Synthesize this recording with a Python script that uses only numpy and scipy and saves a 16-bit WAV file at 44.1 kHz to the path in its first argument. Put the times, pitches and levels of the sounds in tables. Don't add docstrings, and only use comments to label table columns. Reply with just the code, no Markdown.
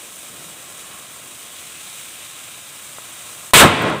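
import sys
import numpy as np
from scipy import signal
from scipy.fft import rfft, irfft
from scipy.io import wavfile

SR = 44100
rng = np.random.default_rng(int(sys.argv[2]) if len(sys.argv) > 2 else 0)


def inscribe(sig):
    pcm = np.round(np.clip(np.atleast_2d(sig).T, -1, 1) * 32767)
    wavfile.write(sys.argv[1], SR, pcm.astype(np.int16))


N = 176400
TIME = np.arange(N) / SR
BLAST_S = 3.5352

# (time [s], gurgle [dB], spit [dB], sputter [dB], hiss [dB])
VIGOUR = [(0, -48.7, -50.2, -44.9, -39.5), (0.12, -50.9, -50.5, -45.5, -40.2),
          (0.25, -51.2, -49.2, -45.0, -39.0), (0.31, -49.7, -48.9, -44.7, -40.2),
          (0.42, -49.4, -49.4, -44.3, -39.2), (0.6, -50.2, -48.4, -44.3, -41.0),
          (0.78, -50.4, -47.8, -44.5, -39.8), (0.95, -51.4, -46.5, -44.3, -40.2),
          (1.05, -52.7, -47.9, -44.8, -40.3), (1.25, -51.7, -49.2, -44.7, -41.0),
          (1.6, -52.2, -49.3, -42.4, -39.8), (1.9, -52.8, -48.5, -41.7, -38.7),
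          (2.25, -53.7, -48.8, -41.7, -39.3), (2.5, -53.8, -48.5, -42.8, -40.2),
          (2.8, -53.9, -48.2, -43.6, -39.8), (3.05, -52.5, -46.7, -43.4, -39.1),
          (3.3, -52.5, -47.0, -43.1, -38.2), (3.48, -51.4, -46.8, -43.6, -38.6)]
# (frequency [Hz], level [dB])
GURGLE_COLOUR = [(30, -40), (80, -18), (160, -4), (240, -3), (300, -1.3), (420, -1), (560, 1), (700, -1),
                 (1000, -10), (2000, -26), (16000, -60)]
# (frequency [Hz], level [dB])
SPIT_COLOUR = [(200, -30), (600, -12), (780, -4.3), (920, -4.8), (1130, .3), (1300, -2), (1480, -4.5),
               (1700, -2.7), (2200, -10), (4000, -26), (16000, -50)]
# (frequency [Hz], level [dB])
SPUTTER_COLOUR = [(500, -25), (1500, -8), (2100, -3.5), (2380, -.3), (2650, -2), (2900, .3), (3150, -.7),
                  (3850, 0), (4450, -8), (5300, -11), (7000, -15), (16000, -35)]
# (frequency [Hz], level [dB])
HISS_COLOUR = [(2000, -25), (5100, -12.5), (5600, -8.5), (6400, -6), (7400, -3), (8150, 0), (8650, 0),
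               (9600, -5), (10400, -6.5), (11000, -9), (12700, -12.3), (14000, -11), (15400, -8)]
# (frequency [Hz], level [dB])
RING_COLOUR = [(600, -45), (1040, -14), (1130, 0), (1180, -1), (1280, -14), (2200, -45)]
# (frequency [Hz], level [dB])
BURBLE_COLOUR = [(60, -35), (120, -8), (155, 0), (200, -3), (260, -9), (320, -7), (500, -25), (2000, -50)]
# (frequency [Hz], level [dB])
CRACK_COLOUR = [(100, -12), (1000, -3), (2000, -1.5), (3100, 1), (3900, -2.5), (4600, -8), (5800, -12),
                (7000, -7), (8200, -.3), (9000, -3), (10000, -10), (12500, -14), (15400, -11.5)]
# (frequency [Hz], level [dB])
ROAR_COLOUR = [(20, -22), (60, -12), (140, 1), (500, 0), (1100, 0), (1700, -1), (3500, -5), (5000, -21),
               (6500, -23), (8300, -18), (12000, -35), (16000, -38)]
# (frequency [Hz], level [dB])
FLARE_COLOUR = [(25, -12), (60, -7), (130, -6), (500, 0), (1000, 1), (1650, 1), (2200, -8), (3700, -10),
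                (5000, -22), (8300, -19), (12000, -38)]
# (frequency [Hz], level [dB])
BOOM_COLOUR = [(20, -16), (60, -7), (150, 3), (260, 1), (600, -1), (1200, -4), (2200, -14), (5000, -32),
               (16000, -55)]
# (frequency [Hz], level [dB])
RUMBLE_COLOUR = [(25, -28), (55, -12), (90, 3), (150, 6), (260, 0), (600, -1), (1400, -4), (2500, -12),
                 (3600, -15.5), (5000, -28), (6500, -30), (8400, -25), (11000, -43), (15400, -48)]
# (frequency [Hz], level [dB])
ECHO_COLOUR = [(25, -34), (60, -18), (100, -3), (150, 2), (250, 0), (600, -1.5), (1400, -4), (2500, -12.5),
               (3600, -16), (5000, -28), (6500, -31), (8400, -28), (11000, -45), (15400, -49)]
# (time [s], pitch [Hz], level [dB])
DROPS = [(3.8205, 13500, -14.5), (3.9005, 9200, -17)]
# (time [s], level [dB])
BACKGROUND_LEVEL = [(0, -59), (.22, -63), (.34, -55), (.5, -56), (.65, -58), (1.1, -56), (1.5, -58),
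                    (3.0, -57), (3.5, -56)]
# (frequency [Hz], level [dB])
BACKGROUND_COLOUR = [(20, -46), (35, -31), (50, -17), (70, -5), (95, 0), (150, 0), (230, -7), (500, -20),
                     (2000, -40)]


def fizz():
    gurgle_db, spit_db, sputter_db, hiss_db = in_time(VIGOUR)
    gurgle = from_db(gurgle_db + .8) * bursts(GURGLE_COLOUR, per_s=3000, spread_db=1.2)
    spit = from_db(spit_db + .6) * bursts(SPIT_COLOUR, per_s=4500, spread_db=2.0)
    sputter = from_db(sputter_db + .5) * bursts(SPUTTER_COLOUR, per_s=10000, spread_db=2.4)
    swell_db = .5 * drift(rate_hz=9)
    hiss = from_db(hiss_db + 2.2 + swell_db) * bursts(HISS_COLOUR, per_s=20000, spread_db=2.3)
    spurt_db = .62 * drift(rate_hz=70)
    after_blast_db = -1.5 * (TIME > BLAST_S)
    return (gurgle + spit + sputter + hiss) * from_db(spurt_db + after_blast_db)


def ringing_bubbles(colour, middle_s, half_length_s, level_db):
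    swell = np.exp(-((TIME - middle_s) / half_length_s) ** 2)
    return from_db(level_db) * swell * bursts(colour, per_s=4500, spread_db=2.0)


def gas_pop(start_s=2.9847, hz=950, length_s=.0013, level_db=-20.3):
    age = TIME - start_s
    window = np.sin(np.pi * np.clip(age / length_s, 0, 1))
    return from_db(level_db) * window * np.sin(2 * np.pi * hz * age)


def shock_front(hz=1000, t60_s=.014, level_db=20):
    return from_db(level_db) * dying(BLAST_S, t60_s) * np.sin(2 * np.pi * hz * (TIME - BLAST_S))


def fireball():
    crack = surge(CRACK_COLOUR, delay_s=0, attack_s=.0004, hold_s=.074, fall_db_per_s=380, db=9)
    roar = surge(ROAR_COLOUR, delay_s=0, attack_s=.0006, hold_s=.03, fall_db_per_s=72, db=5.5)
    flare = surge(FLARE_COLOUR, delay_s=.055, attack_s=.025, hold_s=.012, fall_db_per_s=350, db=10.5)
    boom = surge(BOOM_COLOUR, delay_s=.088, attack_s=.02, hold_s=.006, fall_db_per_s=520, db=6)
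    return crack + roar + flare + boom


def thump(middle_s=3.649, hz=135, half_length_s=.007, level_db=7):
    age = TIME - middle_s
    return from_db(level_db) * np.exp(-(age / half_length_s) ** 2) * np.sin(2 * np.pi * hz * age)


def falling_drops(t60_s=.009, bandwidth_hz=1300):
    ticks = np.zeros(N)
    radius = np.exp(-np.pi * bandwidth_hz / SR)
    for start_s, hz, level_db in DROPS:
        resonance = [1, -2 * radius * np.cos(2 * np.pi * hz / SR), radius ** 2]
        splash = signal.lfilter([1, 0, -1], resonance, rng.standard_normal(N))
        ticks += from_db(level_db) * dying(start_s, t60_s) * unit_rms(splash)
    return ticks


def fine_spray(start_s=3.94, level_db=-34):
    return from_db(level_db) * (TIME > start_s) * bursts(HISS_COLOUR, per_s=900, spread_db=3.0)


def blast_echo():
    rumble = surge(RUMBLE_COLOUR, delay_s=.08, attack_s=.05, hold_s=.05, fall_db_per_s=60, db=-7.5)
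    echo = surge(ECHO_COLOUR, delay_s=.235, attack_s=.055, hold_s=.07, fall_db_per_s=120, db=-5.5)
    return rumble + echo


def yard(direct, t60_s=.075, scatter_db=-12.5):
    scatter = rng.standard_normal(N) * dying(0, t60_s)
    scatter /= np.linalg.norm(scatter)
    return direct + from_db(scatter_db) * signal.fftconvolve(direct, scatter)[:N]


def background():
    level_db, = in_time(BACKGROUND_LEVEL)
    return from_db(level_db) * coloured(rng.standard_normal(N), BACKGROUND_COLOUR)


def bursts(colour, per_s, spread_db):
    sizes = from_db(spread_db * np.minimum(rng.exponential(1, N), 6))
    signs = rng.choice([-1, 1], N)
    bursting = rng.random(N) < per_s / SR
    return coloured(sizes * signs * bursting, colour)


def surge(colour, delay_s, attack_s, hold_s, fall_db_per_s, db):
    age = TIME - BLAST_S - delay_s
    rise = np.clip(age / attack_s, 0, 1)
    fall_db = fall_db_per_s * np.maximum(age - attack_s - hold_s, 0)
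    return rise * from_db(db - fall_db) * coloured(rng.standard_normal(N), colour)


def coloured(x, colour):
    hz, db = np.transpose(colour)
    bin_hz = np.maximum(np.arange(N // 2 + 1) * SR / N, 1)
    gain = from_db(np.interp(np.log(bin_hz), np.log(hz), db))
    cepstrum = irfft(np.log(gain), N)
    cepstrum[1:N // 2] *= 2
    cepstrum[N // 2 + 1:] = 0
    return unit_rms(irfft(rfft(x) * np.exp(rfft(cepstrum)), N))


def drift(rate_hz):
    bin_hz = np.arange(N // 2 + 1) * SR / N
    return unit_rms(irfft(rfft(rng.standard_normal(N)) / (1 + (bin_hz / rate_hz) ** 2), N))


def dying(start_s, t60_s):
    return (TIME >= start_s) * np.exp(-np.log(1000) * np.maximum(TIME - start_s, 0) / t60_s)


def in_time(rows):
    times, *columns = np.transpose(rows)
    return [np.interp(TIME, times, column) for column in columns]


def from_db(db):
    return 10 ** (np.asarray(db) / 20)


def unit_rms(x):
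    return x / np.sqrt(np.mean(x ** 2) + 1e-20)


def scene():
    bubbles = fizz()
    bubbles += ringing_bubbles(RING_COLOUR, middle_s=.96, half_length_s=.17, level_db=-51)
    bubbles += ringing_bubbles(BURBLE_COLOUR, middle_s=.4, half_length_s=.13, level_db=-49.5)
    explosion = shock_front() + fireball() + thump() + blast_echo()
    spray = falling_drops() + fine_spray()
    return (yard(bubbles + gas_pop() + explosion + spray) + background())[None]


def record(dry):
    threshold_db, range_db = -8, 13
    look_ahead_s, attack_s, release_db_per_s = .024, .005, 8
    ceiling, hardness, cutoff_hz = .93, 4, 15550
    over_db = np.clip(20 * np.log10(np.abs(dry[0]) + 1e-9) - threshold_db, 0, range_db)
    release_db = release_db_per_s * TIME
    held_db = np.maximum.accumulate(over_db + release_db) - release_db
    ahead_db = np.interp(TIME + look_ahead_s, TIME, held_db)
    pole = np.exp(-1 / (attack_s * SR))
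    duck_db = signal.lfilter([1 - pole], [1, -pole], ahead_db)
    limited = dry * from_db(-duck_db)
    clipped = limited / (1 + np.abs(limited / ceiling) ** hardness) ** (1 / hardness)
    lowpass = signal.firwin(401, cutoff_hz, fs=SR)
    return signal.fftconvolve(clipped, lowpass[None], "same")


dry = scene()
out = record(dry)
inscribe(out)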